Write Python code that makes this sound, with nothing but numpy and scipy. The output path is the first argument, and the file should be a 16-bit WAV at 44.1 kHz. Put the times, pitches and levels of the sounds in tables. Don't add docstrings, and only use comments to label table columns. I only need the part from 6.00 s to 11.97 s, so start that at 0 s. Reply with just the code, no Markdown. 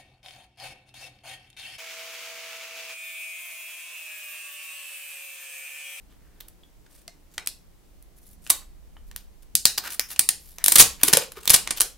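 import sys
import numpy as np
from scipy import signal
from scipy.fft import rfft, irfft
from scipy.io import wavfile
from scipy.ndimage import uniform_filter1d

SR = 44100
rng = np.random.default_rng(int(sys.argv[2]) if len(sys.argv) > 2 else 0)


def master_out(mix):
    frames = np.transpose(np.atleast_2d(mix))
    ceiling = np.clip(frames, -1, 1)
    pcm = np.round(ceiling * 32767).astype(np.int16)
    wavfile.write(sys.argv[1], SR, pcm)


N = 263484
TOP_HZ = 15750


def snaps(release_share=0.24, uneven_db=4.0, grain_s=0.00058, thrown_db=-2):
    # start in seconds, length in seconds (0.3 ms at least), level in dB,
    # ring of the buckling facet in Hz, body in dB (before its share per band), edge in dB.
    buckles = [(0.404, 0.0049, -37, 3570, 8, 11), (0.483, 0.0035, -42, 10500, -1.5, 7),
               (0.862, 0.0043, -55, 1480, 13, -16), (1.0788, 0.0011, -31.5, 4700, 2, -5),
               (1.3796, 0.0024, -22.5, 2000, 9.5, -10), (1.462, 0.00072, -29, 9100, -4, -6),
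               (1.473, .0008, -12.5, 11400, -5.5, -7.5), (2.0253, 0.0015, -46, 10440, -10, 8),
               (2.4657, 0.00083, -32, 2620, 11, -9), (2.4738, 0.0012, -36, 9000, 0, 2),
               (2.4965, 0.0063, -27, 9000, 0.5, -4), (2.5004, 0.0038, -8, 8840, -4.5, 3.5),
               (2.5033, 0.0048, -10.5, 10300, -5, 3), (2.966, 0.0026, -48, 1190, 51, -13),
               (3.113, 0.0015, -40, 1850, 8.5, -2), (3.1622, 0.00044, -18.5, 11600, 4, 4),
               (3.553, 0.00075, -2, 11270, -16, -9.5), (3.5551, 0.0019, -13.5, 4330, -19, -1),
               (3.654, .0022, 0.5, 4310, -7.5, -2.5), (3.777, 0.0088, -19.5, 4930, 5.5, 4),
               (3.9956, 0.00057, -6, 5500, 4, 5), (4.1613, 0.005, -35, 2570, 4, -11),
               (4.1927, 0.0031, -5, 9200, -2.5, 3), (4.2894, 0.003, -8, 9900, -5, -2),
               (4.584, 0.0011, -28, 6300, 11.5, 5), (4.6405, .0022, -8.5, 10300, -7.5, 0.5),
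               (4.6616, 0.00067, -1.5, 10700, -4, 3.5), (4.6816, 0.002, -2.5, 8800, -3.5, 7),
               (4.7198, 0.0043, -8, 8800, -0.5, 5.5), (4.756, 0.003, -2.5, 9100, -2.5, 9.5),
               (4.759, 0.0067, -12, 3550, 2, -2), (4.773, 0.0036, -16.5, 10900, 3, -10),
               (4.783, 0.022, -7.5, 10100, 0.5, 1), (4.7976, .0095, 0, 10600, -1, -5),
               (4.8058, 0.011, -6.5, 6750, -2, 6), (4.823, 0.0033, -9.5, 7840, 2, -4),
               (5.015, 0.0013, -35, 2300, 15, 9), (5.033, .0032, -4, 9600, 1.5, 5.5),
               (5.0813, .0041, -11.5, 10600, 2, -2), (5.1292, 0.00082, -8, 9300, 7.5, 11),
               (5.1336, .0036, -3, 11600, 0, -12.5), (5.171, 0.0016, -4, 9900, 3, 0),
               (5.222, 0.0034, -30.5, 2970, 8, -4), (5.3193, 0.0018, -32.5, 10900, 8, 3),
               (5.456, .0005, -20.5, 8240, 8.5, 10), (5.4762, 0.0025, -11, 3700, -1, 0.5),
               (5.496, 0.0012, -8, 5060, -8, 0), (5.5016, 0.0057, -4.5, 10500, -1, -0.5),
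               (5.5398, 0.0083, -5.5, 10100, -4.5, -13), (5.561, 0.0034, -16.5, 4200, -2, 5),
               (5.6746, .0013, -18, 2110, 6, -12), (5.7065, 0.0059, -18, 10000, 2.5, -11),
               (5.802, 0.00068, -12.5, 8660, -13, -14), (5.8068, 0.0023, -6.5, 9700, 1, -1.5),
               (5.815, 0.0023, -10, 10800, -6.5, -0.5)]
    direct, thrown = np.zeros((2, N)), np.zeros((2, N))
    for start, length, db, ring_hz, body_db, edge_db in [*buckles, *crinkles()]:
        colour = colour_of(start, body_db, edge_db)
        length = max(length, .0003)
        release = .0004 + release_share * length
        t = np.arange(min(int((length + 8 * release) * SR), 2000)) / SR
        avalanche = np.exp(-np.maximum(t - 0.97 * length, 0) / release)
        uneven = np.interp(t / grain_s, np.arange(128), rng.standard_normal(128))
        slips = rng.standard_normal((2, 2000))[:, :len(t)]
        force = slips * avalanche * undb(uneven_db * uneven)
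        add(direct, start, film(force, length, db, ring_hz, colour,
                                ring_db=8, ring_octaves=0.25, bass_db=-2))
        click = np.array([[1.], [0.]])
        add(thrown, start + length / 2, film(click, length, db + thrown_db, ring_hz, colour,
                                             ring_db=6.5, ring_octaves=0.32, bass_db=-34.5))
    return direct, thrown


def crinkles(body_db=4, edge_db=0, ring_octaves=.45, count=7):
    # start of the flexing in seconds, its end in seconds, middle level of its snaps in dB.
    flexings = [(2.22, 2.338, -56), (2.448, 2.49, -45), (3.827, 3.955, -40), (4.663, 4.796, -24),
                (5.037, 5.27, -31), (5.4, 5.785, -48)]
    length_s, middle_hz, scatter_db = .0005, 7520, 1
    rows = []
    for begin, end, db in flexings:
        times = begin + (end - begin) * (np.arange(count) + rng.random(count)) / count
        for start, (strength, facet) in zip(times, rng.standard_normal((count, 2))):
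            ring_hz = middle_hz * 2 ** (ring_octaves * facet)
            rows.append((start, length_s, db + scatter_db * strength, ring_hz, body_db, edge_db))
    return rows


def rubs(grit_db=4.5, catch_db=3.5, trim_db=-4.0, edge_db=4.5):
    # start in seconds, length in seconds, level in dB before the trim,
    # ring in Hz, body in dB (before its share per band).
    strokes = [(0.084, 0.062, -63, 3430, 19), (0.13, 0.36, -68.5, 1900, 30), (0.89, 0.14, -56, 8950, 4),
               (1.307, 0.066, -55.5, 6960, 4), (2.16, 0.03, -55, 10580, -11.5),
               (2.208, 0.14, -54, 10600, -17.5), (2.414, 0.064, -53.5, 9000, -8),
               (2.61, 0.021, -55, 1300, 27), (3.065, 0.028, -60, 11780, -6), (3.421, 0.013, -52, 10000, 3),
               (3.833, 0.059, -32, 1465, 14.5), (3.895, 0.061, -32.5, 9850, 1),
               (4.085, 0.055, -34, 10700, 5), (4.36, 0.21, -50.5, 11400, -3.5),
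               (4.576, 0.057, -48.5, 2080, 22), (4.66, 0.2, -24.5, 8600, -7), (4.981, 0.26, -36, 2490, 12),
               (5.06, 0.036, -26, 10500, -7), (5.354, 0.037, -40.5, 1204, 18), (5.4, 0.16, -42, 8100, 8),
               (5.531, 0.014, -11, 12400, 2), (5.658, 0.031, -39.5, 3300, 21), (5.763, 0.028, -30, 3360, 2)]
    out = np.zeros((2, N))
    fine, coarse = (np.repeat(rng.standard_normal(N // hold + 1), hold)[:N] for hold in (20, 260))
    grains = rng.standard_normal((2, N)) * undb(grit_db * fine + catch_db * coarse)
    for start, length, db, ring_hz, body_db in strokes:
        colour = colour_of(start, body_db, edge_db)
        stroke = grains[:, int(start * SR):int((start + 1.05 * length) * SR)]
        u = np.linspace(0, 1, stroke.shape[1])
        swell = np.sqrt(abs(np.sin(np.pi * u ** 1.26)))
        add(out, start, film(stroke * swell, length, db + trim_db, ring_hz, colour,
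                             ring_db=6.0, ring_octaves=0.22, bass_db=-24.0))
    return out


def flicks():
    # start in seconds, pitch in Hz, peak in dB, time to fall by 60 dB in seconds.
    edges = [(.635, 3360, -43.5, 0.02), (1.081, 2090, -42, 0.034), (1.3804, 3700, -27, 0.015),
             (1.4714, 2590, -28, 0.012), (2.5017, 1074, -21, 0.021), (2.503, 3740, -19.5, .025),
             (2.9684, 3050, -44, 0.011)]
    out = np.zeros((2, N))
    for start, hz, db, t60 in edges:
        t = np.arange(int(t60 * SR)) / SR
        decay = np.exp(-np.log(1000) * t / t60)
        add(out, start, undb(db) * decay * np.sin(2 * np.pi * hz * t))
    return out


def low_knocks(sag=0.12):
    # start in seconds, middle pitch in Hz, peak in dB, length in seconds.
    low_tones = [(1.08, 650, -45.5, 0.013), (2.5, 380, -32.5, 0.0037), (3.549, 90, -28, 0.0035),
                 (4.797, 70, -24.5, 0.011), (4.8225, 223, -16.5, 0.0018), (5.035, 292, -24.5, 0.013),
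                 (5.086, 364, -27, 0.017), (5.133, 198, -25, 0.0083), (5.149, 477, -20.5, 0.0055),
                 (5.171, 510, -15.5, 0.013), (5.2, 470, -34, 0.0056), (5.225, 515, -30, 0.0075),
                 (5.372, 393, -36, 0.016), (5.502, 61.6, -23, 0.011), (5.543, 210, -18, 0.0022)]
    out = np.zeros((2, N))
    for start, hz, db, length in low_tones:
        u = np.linspace(0, 1, int(length * SR))
        pitch = hz * (1 + sag * (.5 - u))
        tone = np.sin(2 * np.pi * np.cumsum(pitch) / SR)
        add(out, start, undb(db) * np.sin(np.pi * u ** 0.54) * tone)
    return out


def film(force, length, db, ring_hz, colour, ring_db, ring_octaves, bass_db, size=2048):
    # frequency in Hz, correlation.
    left_right = [(310, 0.63), (2100, 1), (4900, 0.79), (9100, 0.39), (14100, 0.42)]
    colour_hz = [400, 1500, 4000, 9000, 14000]
    n = size * (force.shape[1] // size + 2)
    hz = np.fft.rfftfreq(n, 1 / SR)
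    low, middle, bright, top = colour
    points = [(40, low + bass_db), *zip(colour_hz, (low, middle, bright, 0, top)),
              (TOP_HZ, top - 4), (SR / 2, top - 24)]
    ring = ring_db * np.exp(-(np.log2((hz + 1) / ring_hz) / ring_octaves) ** 2)
    shape = on_log_axis(hz, points) + ring
    spectrum = stereo(evened(force, n) * causal(shape), on_log_axis(hz, left_right))
    sound = irfft(spectrum, n)[:, :n - size // 2]
    return level(sound, db) * np.sqrt(length * SR / sound.shape[1])


def colour_of(start, body_db, edge_db):
    basic_db = [-13, -5.5, -1, 0, -2]
    # dB gained per dB of body, one value for each colour frequency.
    body_shares = [0.85, .95, 0.34, 0, 0]
    peel_starts_s, free_s, free_bass_db = 4.4, 4.93, 5
    freed = np.clip((start - peel_starts_s) / (free_s - peel_starts_s), 0, 1)
    low, middle, bright, _, top = np.array(basic_db) + body_db * np.array(body_shares)
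    return low + free_bass_db * freed, middle, bright, top + edge_db


def evened(force, n, order=25):
    spectrum = rfft(force, n)
    power = uniform_filter1d(abs(spectrum) ** 2, n // order + 1, axis=1)
    return np.array([s * causal(-10 * np.log10(p + 1e-9)) if p.any() else s
                     for s, p in zip(spectrum, power)])


def echoes(x):
    # delay in seconds, gain in dB.
    reflections = [(.00172, -22.5), (.00732, -19), (.0089, -20), (0.0159, -19.5), (0.0207, -32)]
    out = np.zeros((2, N))
    for delay, db in reflections:
        add(out, delay, undb(db) * x)
    return out


def room(x, likeness=0.65, build_s=0.00043, size=24000):
    # band centre in Hz, time to fall by 60 dB in seconds, relative energy in dB.
    bands = [(199.3, 0.27, 1), (622, 0.31, -3.5), (1500, 0.25, -5), (3950, 0.27, -6), (9660, 0.23, -10),
             (15400, 0.22, -11.5)]
    t, hz = np.arange(size) / SR, np.fft.rfftfreq(size, 1 / SR)
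    diffuse = rfft(stereo(rng.standard_normal((2, size)), likeness)) / np.sqrt(2)
    response = np.zeros((2, size))
    centres = [row[0] for row in bands]
    for own, (_, t60, db) in zip(np.eye(len(bands)), bands):
        band = irfft(diffuse * on_log_axis(hz, list(zip(centres, own))), size)
        decay = np.exp(-np.log(1000) * t / t60) * (1 - np.exp(-t / build_s))
        response += undb(db) * band * decay / np.sqrt(np.sum(decay ** 2))
    return signal.fftconvolve(x, response, axes=1)[:, :N]


def background(rumble_db=4, skin_db=3, air_db=-60.5):
    # time in seconds, then rumble and skin rubbing on the case,
    # both in dB before the base levels rumble_db and skin_db are added.
    grips = [(0.0, -58.5, -61.5), (0.81, -56.5, -68), (1.05, -63.5, -64), (1.33, -64, -63),
             (2.01, -55, -66), (2.38, -58.5, -57), (2.61, -52.5, -62), (3.14, -50.5, -57),
             (3.31, -51.5, -65), (3.96, -67, -61), (4.7, -54, -62), (4.94, -60, -53), (5.32, -58.5, -63),
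             (5.65, -59.5, -52), (5.82, -51.5, -63), (5.97, -55.5, -66)]
    # frequency in Hz, relative density in dB.
    rumble_colour = [(15, -14.5), (27, 4.5), (38, -6), (52, -1.5), (70, -16), (120, -44.5), (300, -70.5)]
    skin_colour = [(30, -5), (70, 2.5), (110, -18.5), (170, -6.5), (300, -19), (700, -73)]
    air_colour = [(59, -72), (100, -1.5), (249, -9.5), (283, -5), (461, -11), (705, -14.5), (1420, -21.5),
                  (2080, -22), (2370, -22.5), (3470, -24.5), (16000, -27)]
    s, *columns = np.transpose(grips)
    shift_db, grip_db = (np.interp(np.arange(N) / SR, s, c) for c in columns)
    rumble = level(noise(rumble_colour, likeness=0.18), rumble_db) * undb(shift_db)
    skin = level(noise(skin_colour, likeness=0.27), skin_db) * undb(grip_db)
    air = level(noise(air_colour, likeness=0.24), air_db)
    return rumble + skin + air


def noise(spectrum, likeness):
    hz = np.fft.rfftfreq(N, 1 / SR)
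    coloured = rfft(rng.standard_normal((2, N))) * undb(on_log_axis(hz, spectrum))
    return stereo(irfft(coloured, N), likeness)


def stereo(pair, likeness):
    c = np.clip(likeness, 0, .99)
    mid, side = pair[0] * np.sqrt(1 + c), pair[1] * np.sqrt(1 - c)
    return np.array([mid + side, mid - side])


def causal(db):
    cepstrum = irfft(np.log(undb(db)))
    half = len(cepstrum) // 2
    cepstrum[1:half] *= 2
    cepstrum[half + 1:] = 0
    return np.exp(rfft(cepstrum))


def undb(db):
    return 10 ** (np.asarray(db) / 20)


def on_log_axis(hz, points):
    known, values = np.transpose(points)
    return np.interp(np.log(np.maximum(hz, 1)), np.log(known), values)


def level(x, db):
    return x * undb(db) / np.sqrt(np.mean(x ** 2))


def add(out, start, sound):
    i = max(0, int(start * SR))
    part = sound[..., :N - i]
    out[:, i:i + part.shape[-1]] += part


def scene(beamed_db=-7, rub_room_db=0, knock_room_db=-6):
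    crackle, thrown = snaps()
    soft = rubs() + flicks()
    knocks = low_knocks()
    close = crackle + soft + knocks
    sent = thrown + undb(beamed_db) * crackle + undb(rub_room_db) * soft
    sent = sent + undb(knock_room_db) * knocks
    return close + echoes(close) + room(sent) + background()


def record(dry):
    clipped = np.clip(dry, -.95, .95)
    low_pass = signal.ellip(8, .1, 50, TOP_HZ, fs=SR, output="sos")
    return signal.sosfiltfilt(low_pass, clipped)


dry = scene()
out = record(dry)
master_out(out)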